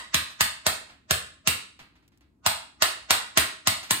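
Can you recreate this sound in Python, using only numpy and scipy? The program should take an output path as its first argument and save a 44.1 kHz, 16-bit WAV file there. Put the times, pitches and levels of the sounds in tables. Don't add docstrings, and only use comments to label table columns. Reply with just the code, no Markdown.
import sys
import numpy as np
from scipy import signal
from scipy.fft import rfft, irfft, next_fast_len
from scipy.io import wavfile
from scipy.ndimage import uniform_filter1d

SR = 44100
rng = np.random.default_rng(int(sys.argv[2]) if len(sys.argv) > 2 else 0)


def inscribe(sig):
    pcm = np.round(np.clip(np.atleast_2d(sig).T, -1, 1) * 32767)
    wavfile.write(sys.argv[1], SR, pcm.astype(np.int16))


N = 176400
LEAD_IN = SR // 4
SPAN = N + LEAD_IN
SIZE = 8192
HZ = np.fft.rfftfreq(SIZE, 1 / SR)
T = np.arange(SIZE) / SR

# start_s, level_db, hollow_db, knock_db, treble_db, low_ring_hz, high_ring_hz,
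# thud_db, thud_pitch (proportional to the thud's end frequency)
STABS = [(-.115, -4, -1, 1, 1, 1070, 1960, -14, 110), (0.1444, -2, -3.5, -8.5, 0.5, 1140, 2020, -4.5, 120),
         (0.4081, -2, -13.5, -1.5, 3, 1240, 1975, -6, 101),
         (0.6658, -3.5, 5.5, -3, 4, 1160, 1900, -6.5, 105),
         (1.109, -4, 4.5, -5, 3.5, 1030, 1800, -1.5, 106), (1.4743, -3, 3.5, -7, 5, 1270, 2690, -3, 125),
         (2.4632, -3.5, -2, 4.5, 4, 850, 2745, -6.5, 113),
         (2.8225, -0.87, -1.5, -1, 2.2, 1130, 1930, -14.5, 110),
         (3.1069, 0.14, 3, -2, 2, 830, 1930, -11, 98), (3.374, .5, 7.5, -4.5, 3, 1110, 1920, -3.5, 102),
         (3.6728, -2, -1, -3.5, 2.5, 1290, 1920, -4, 126), (3.9086, -4.5, -2.5, -2, 6, 1050, 2100, -6, 153)]
# freq_hz, gain_db
CRACK_SPECTRUM = [(60, -12.5), (150, -12.5), (280, -1), (450, -7.5), (680, 3), (1100, 3.5), (1900, 3.5),
                  (2900, 1.5), (4300, 2.5), (5900, 2), (8300, -1.5), (10500, -6.5), (14000, -10.5),
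                  (16000, -26)]
CRACK_DB = 13.5


def stabs(thud_gain_db=-20, thud_delay_s=0.0013):
    # centre_hz, width_hz, peak_db
    tub_modes = [(635, 35, 7), (950, 35, 3), (1070, 40, 5), (1225, 30, 5), (1335, 30, 4), (1465, 35, 4),
                 (1700, 50, 2), (2830, 200, 3), (3750, 250, 2)]
    cracks, thuds, pre_echoes = np.zeros(SPAN), np.zeros(SPAN), np.zeros((2, SPAN))
    body_db = CRACK_DB + curve(CRACK_SPECTRUM, HZ) + sum(resonance_db(*mode) for mode in tub_modes)
    for start_s, level_db, hollow_db, knock_db, treble_db, low_hz, high_hz, thud_db, thud_pitch in STABS:
        tint = [(200, 0.022), (430, hollow_db), (900, knock_db),
                (1600, 0.021), (5000, 0), (9000, treble_db)]
        lid_db = resonance_db(low_hz, width_hz=190, peak_db=2)
        lid_db += resonance_db(high_hz, width_hz=260, peak_db=5)
        gain_db = level_db + body_db + curve(tint, HZ) + lid_db
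        add(cracks, start_s, colour(snap(), gain_db))
        add(thuds, start_s + thud_delay_s, amp(thud_gain_db + thud_db) * thud(end_hz=0.65 * thud_pitch))
        for channel in pre_echoes:
            smear = pre_echo(gain_db)
            add(channel, start_s - len(smear) / SR, smear)
    return cracks, pre_echoes, thuds


def snap(hold_s=0.0016, decay_s=0.0016, grain_db=3.5, first_snap_db=-4):
    envelope = np.exp(-np.maximum(T - hold_s, 0) / decay_s)
    noise = rng.standard_normal(SIZE)
    grain = amp(grain_db * np.clip(rng.standard_normal(SIZE), -2, 2))
    snaps = unit(noise * grain * envelope) + amp(first_snap_db) * (T == 0)
    return unit(whiten(snaps, bins=24) * np.sqrt(envelope))


def resonance_db(centre_hz, width_hz, peak_db):
    return 10 * np.log10(1 + (amp(peak_db) ** 2 - 1) / (1 + (2 * (HZ - centre_hz) / width_hz) ** 2))


def thud(end_hz, start_hz=344, sag_s=0.0047, rise_s=0.0014, decay_s=0.015):
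    pitch_hz = end_hz + (start_hz - end_hz) * np.exp(-T / sag_s)
    envelope = (1 - np.exp(-T / rise_s)) * np.exp(-T / decay_s)
    return -np.sin(2 * np.pi * np.cumsum(pitch_hz) / SR) * envelope


def pre_echo(crack_db, relative_db=-14, rise_s=0.0054, top_hz=7600):
    lowpass_db = -10 * np.log10(1 + (HZ / top_hz) ** 20)
    noise = unit(rng.standard_normal(SIZE) * np.exp(-T / rise_s))
    return colour(noise, crack_db + lowpass_db + relative_db)[:SIZE // 2][::-1]


def blade_scuffs(decay_s=0.021):
    # start_s, level_db, bass_db, treble_db
    touches = [(.300, -31, -12, -4), (.895, -31, 13, -15.5), (1.791, -28, 6.5, -11.5),
               (1.807, -41, 28, -16), (1.955, -43.5, 0.5, -13), (2.025, -49, -18.5, -14),
               (2.119, -49.5, 0, -11), (2.208, -46, 2, -12), (3.83, -23.5, 0, -4)]
    out = np.zeros(SPAN)
    for start_s, level_db, bass_db, treble_db in touches:
        tint_db = curve([(170, bass_db), (500, 0), (2500, 0.014), (8000, treble_db)], HZ)
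        noise = rng.standard_normal(SIZE) * np.exp(-T / decay_s)
        scuff = unit(whiten(noise, bins=30) * np.exp(-T / decay_s / 10))
        add(out, start_s, colour(scuff, CRACK_DB + level_db + curve(CRACK_SPECTRUM, HZ) + tint_db))
    return out


def knife_ticks():
    # start_s, level_db
    ticks = [(2.079, -34), (2.175, -38.5), (2.209, -41)]
    tint_db = curve([(750, -12), (1500, 0), (9000, -2), (15000, -8)], HZ)
    out = np.zeros(SPAN)
    for start_s, level_db in ticks:
        add(out, start_s, colour(snap(), level_db + tint_db))
    return out


def early_echoes(x):
    # left_delay_s, right_delay_s, gain_db
    echoes = [(.0021, .0030, -9), (.0080, .0079, -8), (.0135, .0152, -28)]
    return sum(amp(gain_db) * np.array([delay(x, left_s), delay(x, right_s)])
               for left_s, right_s, gain_db in echoes)


def kitchen_tail(x, onset_s=0.0013, variants=4):
    # freq_hz, t60_s
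    room_t60 = [(80, 0.2), (210, 0.48), (560, 0.4), (1470, 0.44), (3880, 0.43), (7000, 0.4), (10200, 0.32),
                (15000, 0.21)]
    # freq_hz, gain_db
    tail_tone = [(80, -2.5), (200, -7), (420, 1), (700, -1.5), (1400, 1), (2800, 2), (4400, 3), (6200, -9),
                 (9000, 5.5), (11500, -10), (14000, 7.5)]
    t, hz = np.arange(SR) / SR, np.fft.rfftfreq(SR, 1 / SR)
    onset = 1 - np.exp(-(t / onset_s) ** 2)
    stab_number = np.searchsorted([row[0] - .02 for row in STABS], np.arange(-LEAD_IN, N) / SR)
    out = np.zeros((2, SPAN))
    for k in range(variants):
        band_hz, frame_s, noise = signal.stft(rng.standard_normal((2, SR)), SR, nperseg=256)
        decay = 1000. ** (-frame_s / curve(room_t60, band_hz)[:, None])
        tails = signal.istft(noise * decay, SR, nperseg=256)[1][:, :SR]
        left, other = (rfft(unit(whiten(tail * onset, bins=200) * onset * (t < .8))) for tail in tails)
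        response = irfft(room_stereo(left, other, hz) * amp(curve(tail_tone, hz)))[:, :SR * 3 // 4]
        send = x * (stab_number % variants == k)
        out += signal.fftconvolve(send[None], response, axes=1)[:, :SPAN]
    return out


def house_rumble(level_db=-64.5):
    # freq_hz, relative_density_db
    floor_spectrum = [(20, -19), (40, -11.5), (60, 2.5), (100, -3.5), (200, -6.5), (300, -3), (450, -19.5),
                      (1000, -26), (3000, -45), (8000, -42), (16000, -48.5)]
    hz = np.fft.rfftfreq(N, 1 / SR)
    left, other = rfft(rng.standard_normal((2, N)))
    noise = irfft(room_stereo(left, other, hz) * amp(curve(floor_spectrum, hz)), N)
    return amp(level_db) * noise / noise.std()


def room_stereo(left, other, hz):
    # freq_hz, coherence
    room_coherence = [(60, .96), (130, .9), (290, 0.67), (640, 0.29), (3000, 0.081), (7700, 0.22),
                      (15000, 0.16)]
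    coherence = curve(room_coherence, hz)
    return np.array([left, coherence * left + np.sqrt(1 - coherence ** 2) * other])


def amp(db):
    return 10 ** (np.asarray(db) / 20)


def unit(x):
    return x / np.sqrt(np.sum(x ** 2) + 1e-20)


def curve(points, hz):
    freq_hz, value = np.transpose(points)
    return np.interp(np.log(hz + 1), np.log(freq_hz + 1), value)


def add(mix, start_s, sound):
    part = mix[max(round(start_s * SR) + LEAD_IN, 0):][:len(sound)]
    part += sound[:len(part)]


def delay(x, delay_s):
    size = next_fast_len(SPAN + SIZE)
    hz = np.fft.rfftfreq(size, 1 / SR)
    return irfft(rfft(x, size) * np.exp(-2j * np.pi * hz * delay_s), size)[:SPAN]


def colour(x, gain_db):
    log_gain = np.log(amp(np.r_[gain_db, gain_db[-2:0:-1]]))
    response = np.exp(np.conj(signal.hilbert(log_gain)))[:len(HZ)]
    return irfft(rfft(x) * response)


def whiten(x, bins):
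    spectrum = rfft(x)
    power = abs(uniform_filter1d(abs(spectrum) ** 2, bins))
    return irfft(spectrum / np.sqrt(power + 1e-12), len(x))


def scene(thud_low_cut_hz=65, thud_send_db=-2):
    cracks, pre_echoes, thuds = stabs()
    thuds = signal.sosfilt(signal.butter(2, thud_low_cut_hz, "highpass", fs=SR, output="sos"), thuds)
    lid = cracks + blade_scuffs()
    near = lid + knife_ticks()
    room = early_echoes(near) + kitchen_tail(lid + amp(thud_send_db) * thuds)
    return (near + thuds + pre_echoes + room)[:, LEAD_IN:] + house_rumble()


def record(dry, ceiling=0.6, cutoff_hz=16200):
    # freq_hz, left_lead_rad
    stereo_phase = [(200, 0), (400, -.5), (630, -1.1), (1000, -.8), (1600, -2.2), (2450, -2.1),
                    (3700, -1.4), (5400, -3.3), (7700, -7.3), (10400, -10.6), (13400, -13.3), (16500, -15)]
    # freq_hz, left_minus_right_db
    stereo_balance = [(60, 2), (150, 1.8), (400, 0), (700, -1.5), (1400, -0.5), (2800, -2.5), (5000, -1.5),
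                      (9000, 0.5)]
    size = next_fast_len(N + SIZE)
    hz = np.fft.rfftfreq(size, 1 / SR)
    left_gain = amp(curve(stereo_balance, hz) / 2) * np.exp(.5j * curve(stereo_phase, hz))
    wide = irfft(rfft(dry, size) * np.array([left_gain, 1 / left_gain]), size)[:, :N]
    clipped = wide / (1 + (wide / ceiling) ** 4) ** .25
    lowpass = signal.firwin(511, cutoff_hz, window=("kaiser", 9), fs=SR)
    return signal.oaconvolve(clipped, lowpass[None], "same")


dry = scene()
out = record(dry)
inscribe(out)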